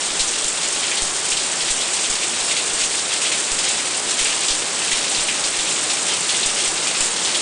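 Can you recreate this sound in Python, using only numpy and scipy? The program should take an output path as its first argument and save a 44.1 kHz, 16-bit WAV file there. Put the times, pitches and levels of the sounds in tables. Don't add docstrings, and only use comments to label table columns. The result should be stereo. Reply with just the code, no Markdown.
import sys
import numpy as np
from scipy import signal
from scipy.fft import rfft, irfft
from scipy.io import wavfile
from scipy.ndimage import uniform_filter1d

SR = 44100
rng = np.random.default_rng(int(sys.argv[2]) if len(sys.argv) > 2 else 0)


def to_wav(s):
    ch = np.atleast_2d(s).T
    pcm = np.round(np.clip(ch, -1, 1) * 32767)
    wavfile.write(sys.argv[1], SR, pcm.astype(np.int16))


N = 326781
EDGE_HZ = 10040


def gain_of(db):
    return 10 ** (np.asarray(db) / 20)


def evened(x):
    return x / np.sqrt(np.mean(x ** 2) + 1e-20)


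def read(points, hz):
    point_hz, point_db = np.transpose(points)
    return np.interp(np.log(hz + 1), np.log(point_hz + 1), point_db)


def add(mix, start_s, sound):
    start = max(round(start_s * SR), 0)
    part = mix[start:][:len(sound)]
    part += sound[:len(part)]


def coloured(x, points, ripple_db=0, count=50):
    hz = np.fft.rfftfreq(len(x), 1 / SR)
    humps = np.interp(hz, np.linspace(0, SR / 2, count), rng.standard_normal(count))
    gain = gain_of(read(points, hz) + ripple_db * humps) * (hz < EDGE_HZ)
    return evened(irfft(rfft(x) * gain, len(x)))


def sputter(rate_hz):
    hz = np.fft.rfftfreq(N, 1 / SR)
    band = hz / rate_hz * np.exp(-(hz / rate_hz) ** 2)
    return evened(irfft(rfft(rng.standard_normal(N)) * band, N))


def droplets(size, per_s, spread_db):
    hit = rng.random(size) < per_s / SR
    sign = rng.choice([-1, 1], size)
    strength = np.minimum(rng.exponential(1, size), 3)
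    return hit * sign * gain_of(spread_db * strength)


def splash(points, fall_s, ripple_db, size=5000):
    t = np.arange(size) / SR
    rise = 1 - np.exp(-t / 0.0008)
    fall = np.exp(-t / fall_s) + 0.02 * np.exp(-t / 0.045)
    fade_out = np.minimum((t[-1] - t) / 0.035, 1)
    cloud = coloured(droplets(size, per_s=11000, spread_db=2.5), points, ripple_db)
    return rise * fall * cloud * fade_out


def shower(points, per_s, spread_db, fall_s, ripple_db, count=120):
    out = np.zeros(N)
    chance, which, strength = rng.random(N), rng.integers(0, count, N), rng.exponential(1, N)
    kinds = [splash(points, fall_s * rng.uniform(0.81, 2.54), ripple_db) for _ in range(count)]
    for i in np.flatnonzero(chance < per_s / SR):
        loudness = gain_of(spread_db * min(strength[i], 2.5))
        add(out, i / SR, loudness * kinds[which[i]])
    return evened(out)


# pitch_hz [Hz], level_db [relative dB per Hz]
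WASH_SPECTRUM = [(20, -27), (65, -18), (130, -10), (170, -10), (250, -4.5), (370, -1), (800, -3),
                 (1300, -3.5), (2800, -7), (5800, -9.5), (7800, -3.5), (8900, -2.5), (9600, -8.5),
                 (10000, -8.5)]
# pitch_hz [Hz], width_hz [Hz], level_db [dB]
HISS_PEAKS = [(171, 16.5, 6.5), (236, 12, 4), (248, 16, -5.5), (340, 20, 1.5), (488, 31, -1.5),
              (596, 20, 2), (670, 50, -1), (792, 65, 2.5)]
WASH_DB = -26


def wash():
    hz = np.fft.rfftfreq(N, 1 / SR)
    peaks_db = sum(level_db / (1 + (2 * (hz - pitch_hz) / width_hz) ** 2)
                   for pitch_hz, width_hz, level_db in HISS_PEAKS)
    tinted = irfft(rfft(rng.standard_normal(N)) * gain_of(peaks_db), N)
    hiss = coloured(tinted, WASH_SPECTRUM)
    bass = irfft(rfft(hiss) / (1 + (hz / 260) ** 4), N)
    growth = np.linspace(-1, 1, N)
    growing_bass = bass * gain_of(1.7 * growth)
    growing_rest = (hiss - bass) * gain_of(0.63 * growth)
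    return gain_of(WASH_DB) * (growing_bass + growing_rest)


def flicker(x):
    hz = np.fft.rfftfreq(N, 1 / SR)
    top = irfft(rfft(x) / (1 + (6300 / (hz + 1)) ** 16), N)
    wobble_band = hz / (30 + hz) * np.exp(-(hz / 90) ** 2)
    wobble = evened(irfft(rfft(rng.standard_normal(N)) * wobble_band, N))
    return x + top * (gain_of(1.3 * wobble) - 1)


def patter():
    ticks = droplets(N, per_s=900, spread_db=2.2)
    # pitch_hz, level_db
    spectrum = [(300, -22), (1200, -3.5), (3000, 3.5), (8000, 4.0), (10000, -14)]
    return gain_of(-31.0) * coloured(ticks, spectrum)


# pitch_hz [Hz], level_db [relative dB per Hz]
SLAP_SPECTRUM = [(200, -40), (1100, -21.5), (1800, -7), (2300, -2.5), (2800, -1), (3600, -0.5),
                 (4500, -3.5), (5500, -4), (8000, -15.5), (10000, -30)]
# pitch_hz [Hz], level_db [relative dB per Hz]
SPRAY_SPECTRUM = [(200, -30.5), (1500, -30), (3000, -10.5), (5200, -7.5), (6400, -4), (7200, -0.5),
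                  (8300, 0), (9100, -5.5), (10000, -10.5)]
# time_s [s], level_db [dB around the usual flow]
EAVES_FLOW = [(0.0, -0.5), (0.53, -3.5), (0.67, 1.1), (1.01, -3.5), (1.81, -0.5), (3.06, -1), (3.26, 3.5),
              (3.52, -4), (3.71, 3), (4.06, -4), (4.2, 4), (4.72, -2), (4.86, 3.1), (5.24, -0.7), (6.28, 0),
              (6.6, 2.5), (6.83, -1.7), (7.41, 0.5)]
SLAPS_DB, SPRAY_DB = -28.5, -26
SPRAY_FOLLOWS = 0.51
SPUTTER_HZ, SLAP_SPUTTER_DB, SPRAY_SPUTTER_DB = 8.1, 1.5, 1.14


def runoff():
    flow_db = np.interp(np.arange(N) / SR, *np.transpose(EAVES_FLOW))
    slaps = shower(SLAP_SPECTRUM, per_s=170, spread_db=2.5, fall_s=0.014, ripple_db=3.0)
    spray = shower(SPRAY_SPECTRUM, per_s=240, spread_db=1.0, fall_s=0.0092, ripple_db=4.5)
    slap_db = SLAPS_DB + flow_db + SLAP_SPUTTER_DB * sputter(SPUTTER_HZ)
    spray_db = SPRAY_DB + SPRAY_FOLLOWS * flow_db + SPRAY_SPUTTER_DB * sputter(SPUTTER_HZ)
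    return slaps * gain_of(slap_db) + spray * gain_of(spray_db)


DRIP_FALL_S, DRIP_SPRAY_FALL_S = 0.032, 0.033
SLAP_OCTAVES, SLAP_LOWEST_HZ = 0.48, 1850
IMPACT_OVER, IMPACT_S = 0.5, 0.0013


def drip(slap_db, pitch_hz, spray_db):
    hz = np.geomspace(200, 10000, 60)
    octaves = np.log2(hz / pitch_hz)
    loss = (1 + (octaves / SLAP_OCTAVES) ** 4) * (1 + (SLAP_LOWEST_HZ / hz) ** 8)
    spectrum = np.transpose([hz, -10 * np.log10(loss)])
    slap = splash(spectrum, fall_s=DRIP_FALL_S, ripple_db=2.0)
    impact = 1 + IMPACT_OVER * np.exp(-np.arange(len(slap)) / SR / IMPACT_S)
    spray = splash(SPRAY_SPECTRUM, fall_s=DRIP_SPRAY_FALL_S, ripple_db=0.0)
    return gain_of(slap_db) * impact * slap + gain_of(spray_db) * spray


# start_s [s], slap_db [dB], pitch_hz [Hz, centre of the slap], spray_db [dB]
BIG_DRIPS = [(0.194, -17.5, 4030, -22), (0.832, -23, 2560, -27), (0.875, -25, 3010, -36),
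             (0.913, -21, 2450, -36), (0.969, -19, 3780, -35), (1.317, -20.5, 2960, -28),
             (1.367, -19, 3470, -25), (1.605, -20, 3960, -30), (1.808, -21.5, 3900, -36),
             (1.934, -26, 3820, -19), (2.039, -23.5, 3300, -32), (2.51, -21, 2800, -24),
             (2.565, -19, 3180, -27), (2.811, -21, 3460, -23), (2.976, -24, 4200, -30),
             (3.217, -25, 2800, -21), (3.262, -21.5, 2850, -30), (3.316, -19, 2980, -26),
             (3.587, -21, 4160, -23), (3.689, -28, 3670, -25), (4.191, -20.5, 2800, -28),
             (4.252, -19.5, 2700, -27), (4.483, -20, 4120, -23), (4.505, -18, 4550, -32),
             (4.914, -19.5, 2480, -28), (5.147, -20.5, 3610, -33), (5.284, -18, 2450, -27),
             (5.439, -20.5, 3850, -34), (5.588, -21.5, 2850, -23), (5.689, -26, 3480, -26),
             (5.899, -19.5, 3570, -24), (6.291, -18, 3440, -22), (6.343, -24, 2830, -23),
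             (6.429, -19, 3570, -33), (6.87, -20.5, 3200, -22), (6.946, -22, 3550, -34),
             (7.247, -19, 4470, -34), (7.345, -18, 3550, -30)]
LESSER_PER_S, LESSER_SLAP_DB, LESSER_HZ, LESSER_SPRAY_DB = 5, -28.5, 3430, -32


def drips():
    out = np.zeros(N)
    for start_s, slap_db, pitch_hz, spray_db in BIG_DRIPS:
        add(out, start_s, drip(slap_db, pitch_hz, spray_db))
    variations = rng.uniform(-1, 1, (int(LESSER_PER_S * N / SR), 3))
    for k, (late, size, pitch) in enumerate(variations):
        start_s = (k + 0.5 + late / 2) / LESSER_PER_S
        size_db = 4.0 * size
        pitch_hz = LESSER_HZ * 2 ** (0.4 * pitch)
        add(out, start_s, drip(LESSER_SLAP_DB + size_db, pitch_hz, LESSER_SPRAY_DB + size_db))
    return out


def tick(fall_s, size=600):
    t = np.arange(size) / SR
    later = t - rng.uniform(0.0017, 0.0031)
    rim = 0.27 * (later > 0) * np.exp(-abs(later) / fall_s)
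    shape = np.exp(-t / fall_s) + rim
    return shape * coloured(rng.standard_normal(size), SPRAY_SPECTRUM)


# start_s [s], spray_db [dB], tick_db [dB], push_db [dB]
NEAR_DROPS = [(0.203, -25, -11, -23), (0.2757, -19.5, -24, -32), (0.4445, -26, -2, -28),
              (1.021, -21.5, -4.5, -20), (1.301, -18.5, -16, -42), (1.3234, -30, -19, -31),
              (1.7033, -18.5, -18, -24), (2.0983, -19.5, -22, -26), (2.732, -21, -25, -32),
              (2.8357, -21, -20, -32), (3.5186, -23, -3, -23), (4.2106, -35, -19, -25),
              (4.5056, -33, -16, -24), (4.9311, -31, -7, -27), (5.1828, -24, -22, -29),
              (5.2084, -34, -7, -32), (5.4456, -24, -20, -35), (5.5902, -28, -20, -31),
              (6.4588, -18.5, -21, -24), (6.6751, -22, -20, -30), (7.0047, -17, -20, -24)]


def pushes():
    kicks = gain_of(-50) * abs(droplets(N, per_s=7.3, spread_db=5.5))
    for start_s, _, _, push_db in NEAR_DROPS:
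        add(kicks, start_s, [gain_of(push_db)])
    t = np.arange(SR // 4) / SR
    push_shape = (1 - np.exp(-t / 0.0031)) * np.exp(-t / 0.023)
    pressure = signal.oaconvolve(kicks, push_shape)[:N]
    lumps = 1 + 0.12 * evened(uniform_filter1d(rng.standard_normal(N), size=260))
    high_pass = signal.butter(1, 5, "highpass", fs=SR, output="sos")
    return signal.sosfilt(high_pass, pressure * lumps)


def bursts():
    out = np.zeros(N)
    for start_s, spray_db, tick_db, _ in NEAR_DROPS:
        add(out, start_s, gain_of(spray_db) * splash(SPRAY_SPECTRUM, fall_s=0.039, ripple_db=1.8))
        add(out, start_s, gain_of(tick_db) * tick(fall_s=0.00027))
    return out


def scene():
    hiss = flicker(wash() + runoff())
    rain = hiss + patter() + drips() + pushes() + bursts()
    return np.array([rain, rain])


def record(dry):
    low_pass = signal.firwin(1023, EDGE_HZ, window=("kaiser", 9), fs=SR)
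    return signal.oaconvolve(dry, low_pass[None], "same")


dry = scene()
out = record(dry)
to_wav(out)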